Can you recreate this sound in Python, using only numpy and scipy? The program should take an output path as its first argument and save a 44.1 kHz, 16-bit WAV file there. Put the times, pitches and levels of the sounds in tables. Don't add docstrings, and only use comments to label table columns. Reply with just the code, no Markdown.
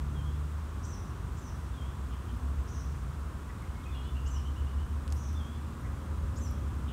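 import sys
import numpy as np
from scipy import signal
from scipy.fft import rfft, irfft, next_fast_len
from scipy.io import wavfile
from scipy.ndimage import uniform_filter1d

SR = 44100
rng = np.random.default_rng(int(sys.argv[2]) if len(sys.argv) > 2 else 0)


def master_out(mix):
    frames = np.transpose(np.atleast_2d(mix))
    ceiling = np.clip(frames, -1, 1)
    pcm = np.round(ceiling * 32767).astype(np.int16)
    wavfile.write(sys.argv[1], SR, pcm)


def elevation(decibels):
    levels = np.asarray(decibels, float)
    return 10 ** (levels / 20)


N = 305172
T = np.arange(N) / SR


def walk(rate):
    hold = int(SR / rate)
    steps = np.repeat(rng.standard_normal(N // hold + 1), hold)
    return 2.14 * uniform_filter1d(uniform_filter1d(steps, hold), hold)[:N]


def noise(points):
    size = next_fast_len(N)
    hz, db = np.transpose(points)
    bins_hz = np.arange(size // 2 + 1) * SR / size
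    gain = elevation(np.interp(np.log(bins_hz + 1), np.log(hz), db))
    y = irfft(rfft(rng.standard_normal(size)) * gain, size)[:N]
    return y / y.std()


# [f/Hz, level/dB per Hz]
HISS = [(1530, -17.5), (2600, -1), (3350, -0.5), (4450, -6), (8650, -4.5), (9900, -10), (14500, -13.5),
        (15500, -11)]


def microphone_hiss():
    return elevation(-61 + 0.033 * walk(1.8)) * noise(HISS)


# [f/Hz, level/dB per Hz]
ROAD_COLOUR = [(15, -30), (25, -23), (53, -1), (80, -2.5), (144, -11), (178, -14.5), (238, -16), (594, -30),
               (842, -29.5), (1000, -24.5), (1130, -24.5), (1340, -27), (2060, -39), (2600, -44), (3380, -57),
        (5720, -120)]


def road():
    whole = noise(ROAD_COLOUR)
    low_pass = signal.butter(2, 450, fs=SR, output="sos")
    low = signal.sosfilt(low_pass, whole[::-1])[::-1]
    low = signal.sosfilt(low_pass, low)
    swell = elevation(0.11 * walk(1.47))
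    leaving_db = 1.5 * np.exp(-T / 2.1)
    extra = elevation(leaving_db - 1.2 + 0.6 * walk(2.86))
    return elevation(-39) * swell * (whole - low + extra * low)


def pull(loudest, heard, hz, climb_hz, db, fall_db):
    away = np.linspace(-1, 1, num=21)
    fall = fall_db * np.abs(away) ** 3.4
    return np.transpose([loudest + heard * away, hz + climb_hz * heard * away, db - fall])


def hum(track, orders, flutter_db):
    s, hz, db = np.transpose(track)
    turn = 2 * np.pi * np.cumsum(np.interp(T, s, hz)) / SR
    rise = T - s[0] + (s[0] == 0)
    fall = s[-1] - T + (s[-1] > 6.85)
    fade = np.clip(np.minimum(rise, fall) / 0.12, 0, 1)
    lines = sum(elevation(g + flutter_db * walk(6)) * np.sin(k * turn + rng.uniform(0, 2 * np.pi)) for k, g in orders)
    return np.sqrt(2) * lines * fade * elevation(np.interp(T, s, db))


# [loudest at t/s, heard before and after t/s, f/Hz, climb f/Hz per s, level/dB]
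WHINES = [(.22, .42, 145, 10, -43), (4.35, .5, 130.8, 1, -47), (5.4, .6, 131, 0, -50),
          (5.1, .9, 228.5, 0, -57), (6.25, .6, 533, -8, -63.5), (1.9, .55, 134, 0, -53),
          (1.4, .35, 110, 0, -54), (3.0, .45, 136, 0, -52), (3.2, .78, 159, 2, -54),
          (2.55, .4, 248.5, 3, -57), (4.3, .5, 261, 6, -60), (5.05, .22, 528, 9, -65),
          (5.75, .4, 238.5, -5, -60), (6.85, .6, 241, 8, -50.5), (6.4, .35, 587, 25, -63)]


def whines():
    return sum(hum(pull(*w, fall_db=7), [(1, 0)], flutter_db=1.8) for w in WHINES)


# [loudest at t/s, heard before and after t/s, firing f/Hz, climb f/Hz per s, level/dB]
PULLS = [
    (.28, .66, 72.8, 6.5, -36),
    (2.4, .9, 69.4, 1.9, -40),
    (2.95, .8, 73.4, 2.4, -42),
    (4.8, 1.1, 76.6, 1.1, -39),
    (6.3, .62, 78.4, 1.9, -38),
    (2.6, .8, 62.9, 1.6, -41),
    (4.7, 1.05, 69.7, 5.7, -33.8),
    (2.5, 1.1, 58.7, 0, -45.5),
    (1.3, .5, 81, 0, -45),
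    (3.6, .35, 63, 3, -44),
]
# [t/s, firing f/Hz, level/dB]
LORRY = [
    (5.8, 65.9, -30),
    (6.0, 67.5, -47.5),
    (6.25, 67.8, -40),
    (6.92, 68.53, -38),
]
# [multiple of the firing rate, level/dB]
LORRY_ORDERS = [(1, 2.5), (1.5, -6), (2, -12.5), (2.5, -19.5), (3, -15.5), (4, -19), (4.5, -19.5), (5, -35),
                (6, -25.5)]


def engines():
    far = sum(hum(pull(*p, fall_db=9), [(1, 0.014)], flutter_db=0.1) for p in PULLS)
    return far + hum(LORRY, LORRY_ORDERS, flutter_db=0.0)


# [t/s, peak level/dB, ring f/Hz, ring width f/Hz]
TICKS = [(2.3746, -52, 12000, 5000), (3.6203, -49, 9100, 5960), (5.0785, -40, 3600, 2520),
         (5.0788, -45, 8800, 3000), (5.1033, -47, 5540, 2485), (5.1236, -35, 6500, 3500),
         (5.1253, -34.5, 4500, 5000), (5.1252, -37, 9400, 6000), (5.1276, -48, 5000, 2500),
         (5.1318, -46, 7000, 5000), (5.194, -54, 3000, 1500), (5.329, -51, 11030, 2970),
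         (5.8118, -49, 10810, 5000), (6.36, -47, 10000, 6040), (6.468, -54, 4500, 3000),
         (6.5117, -46, 12000, 2490)]
# [t/s, length t/s, level/dB]
RUBS = [
    (5.11, 0.1, -64),
    (6.364, 0.18, -69),
]


def handling():
    ticks, lag = np.zeros(N), np.arange(200) / SR
    for s, db, hz, width_hz in TICKS:
        i, u = int(s * SR), np.pi * width_hz * lag
        push = 4.1 * u * np.exp(-u)
        ticks[i:i + 200] += elevation(db) * push * np.sin(2 * np.pi * hz * lag)
    rattle = elevation(-27) * rng.standard_normal(400) * np.exp(-np.arange(400) / SR / 0.0015)
    grains = noise([(3000, -30), (7000, -6), (9000, 0), (12000, -3), (15000, -8)]) * elevation(1.5 * walk(120))
    strokes = 0
    for s, length, db in RUBS:
        strokes += elevation(db) * np.abs(np.sin(np.pi * np.clip((T - s) / length, 0, 1))) ** 0.5
    return ticks + signal.fftconvolve(ticks, rattle)[:N] + grains * strokes


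def sing(phrase, events):
    return [(s + delay * np.prod(slow), length * np.prod(slow), k * hz0, k * hz1, k * hz2, db + g)
            for s, k, db, *slow in events
            for delay, length, hz0, hz1, hz2, g in phrase]


def bird(strokes, wobble_hz, octave_db, wet_db, t60):
    y = np.zeros(N + SR)
    jitter = signal.sosfilt(signal.butter(2, 400, fs=SR, output="sos"), rng.standard_normal(N + SR))
    jitter *= wobble_hz / jitter.std()
    for s, length, hz0, hz1, hz2, db in strokes:
        i, n = int(s * SR), int(length * SR)
        u = np.arange(n) / n
        hz = hz0 * (1 - u) * (1 - 2 * u) + hz1 * 4 * u * (1 - u) + hz2 * u * (2 * u - 1)
        turn = 2 * np.pi * np.cumsum(hz + jitter[i:i + n]) / SR
        swell = 1.79 * np.sin(np.pi * u) ** 0.3
        y[i:i + n] += elevation(db) * swell * (np.sin(turn) + elevation(octave_db) * np.sin(2 * turn))
    lag = np.arange(SR // 2) / SR
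    echo = rng.standard_normal(len(lag)) * np.exp(-np.log(1000) * lag / t60) * (lag > 0.004)
    echo *= elevation(wet_db) / np.sqrt(np.sum(echo ** 2))
    return y[:N] + signal.fftconvolve(y[:N], echo)[:N]


# [t/s, length t/s, start f/Hz, end f/Hz, level/dB]
CHUCKS = [(2.105, .018, 3200, 3080, -66), (2.12, 0.018, 3460, 2400, -62), (2.141, .018, 3200, 3100, -68),
          (2.255, 0.018, 2900, 2900, -72), (2.283, 0.021, 3180, 3020, -63), (3.49, 0.022, 1980, 1850, -60),
          (3.832, .016, 3620, 3000, -64), (3.936, .028, 3800, 4260, -69), (4.027, 0.03, 3930, 4150, -69),
          (5.843, 0.026, 2070, 1900, -60), (6.878, .02, 3800, 3183, -67), (6.879, 0.026, 3120, 2780, -60),
          (6.887, 0.029, 3570, 2610, -61)]


def chucks():
    strokes = [(s, length, hz0, (hz0 + hz2) / 2, hz2, db) for s, length, hz0, hz2, db in CHUCKS]
    return bird(strokes, wobble_hz=200, octave_db=-35, wet_db=-1, t60=0.35)


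# [delay t/s, length t/s, start f/Hz, middle f/Hz, end f/Hz, level/dB]
SLUR = [
    (0, .095, 3440, 3210, 3240, 0),
    (.085, 0.1, 3210, 3360, 3455, -4.5),
]
LEAD_IN = [(0, 0.0444, 3560, 3540, 3420, 0)]
# [t/s, pitch factor, level/dB, length factor]
WHISTLES = [
    (.148, .99, -62, 0.97),
    (1.76, 1, -64, 0.88),
    (3.93, 1.02, -62, 0.97),
    (5.38, 1.005, -61, .92),
    (6.52, 1.01, -74, 0.91),
]
# [t/s, pitch factor, level/dB]
LEAD_INS = [
    (1.72, 1, -70),
    (3.895, 1, -68),
    (5.348, 0.997, -62.5),
]


def whistler():
    strokes = sing(SLUR, WHISTLES) + sing(LEAD_IN, LEAD_INS)
    return bird(strokes, wobble_hz=20, octave_db=-35, wet_db=-1, t60=0.42)


# [delay t/s, length t/s, start f/Hz, middle f/Hz, end f/Hz, level/dB]
TRILL_NOTE = [(0, 0.0307, 2800, 2850, 3100, 0)]
DIP = [(0, 0.0275, 2200, 2150, 2180, 0)]
# [t/s, pitch factor, level/dB]
DIPS = [
    (3.62, 1, -62),
    (3.75, 1, -64),
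    (3.851, 1.17, -60),
]
TRILL = [(3.944, 1.01, -60), (4.046, 1.04, -62), (4.15, .98, -61), (4.249, 1.02, -62), (4.345, 1.03, -59),
         (4.448, 1.07, -60.5), (4.558, 1.025, -62.5), (4.665, 1.015, -64.5), (4.785, 1.04, -63.5)]


def warbler():
    strokes = sing(TRILL_NOTE, TRILL) + sing(DIP, DIPS)
    return bird(strokes, wobble_hz=80, octave_db=-35, wet_db=2, t60=0.5)


# [delay t/s, length t/s, start f/Hz, middle f/Hz, end f/Hz, level/dB]
TSIP = [
    (0, .025, 5150, 5320, 5580, -7),
    (.002, 0.0305, 5860, 6050, 6200, -17),
    (.004, .031, 6220, 7140, 7800, -1),
]
ARC = [
    (0, .082, 6070, 5984, 5020, -0.5),
    (.01, 0.046, 7180, 7400, 7160, -8),
]
DOUBLE_TSIP = [
    (0, 0.033, 5520, 5700, 5700, 1),
    (.004, 0.035, 5970, 6460, 7050, -2),
]
DOUBLE_ARC = [
    (.028, .062, 5780, 5940, 5150, 1),
    (.035, 0.037, 6500, 6550, 6370, -2.5),
    (.08, .058, 6200, 6000, 5100, 0.5),
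]
# [t/s, tsip pitch factor, tsip level/dB, arc after t/s, arc level/dB]
FAR_CHIRPS = [
    (.836, 1.07, -61, 0.036, -61),
    (1.365, .99, -63, 0.048, -65),
]
NEAR_CHIRPS = [
    (4.258, 1, -57.5, .045, -58.5),
    (6.358, 1, -57, .05, -58),
]
# [t/s, pitch factor, level/dB]
DOUBLE_CHIRPS = [
    (2.673, .995, -65),
    (5.157, 1.005, -65.5),
]
HOARSE_TSIPS = [(0.828, 1.01, -61)]


def arcs(phrase, chirps):
    return sing(phrase, [(s + after, 1, db) for s, _, _, after, db in chirps])


def sparrows():
    tsips = sing(TSIP, [chirp[:3] for chirp in FAR_CHIRPS + NEAR_CHIRPS])
    tsips += sing(DOUBLE_TSIP, DOUBLE_CHIRPS + HOARSE_TSIPS)
    near = arcs(ARC, NEAR_CHIRPS)
    far = arcs(ARC[:1], FAR_CHIRPS)
    far += sing(DOUBLE_ARC, DOUBLE_CHIRPS)
    return (bird(tsips, wobble_hz=350, octave_db=-30, wet_db=-2, t60=0.45)
            + bird(near, wobble_hz=80, octave_db=-19, wet_db=-2, t60=0.45)
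            + bird(far, wobble_hz=120, octave_db=-30, wet_db=4, t60=0.7))


def scene():
    traffic = road() + whines() + engines()
    birds = chucks() + whistler() + warbler() + sparrows()
    return (microphone_hiss() + traffic + handling() + birds)[None]


def top_cut(x):
    return signal.sosfilt(signal.butter(12, 15640, fs=SR, output="sos"), x)


def record(dry):
    x = signal.sosfilt(signal.butter(4, 38, "high", fs=SR, output="sos"), dry)
    mix = signal.sosfilt(signal.ellip(10, 0.2, 70, 15650, fs=SR, output="sos"), x)
    return top_cut(mix)


dry = scene()
out = record(dry)
master_out(out)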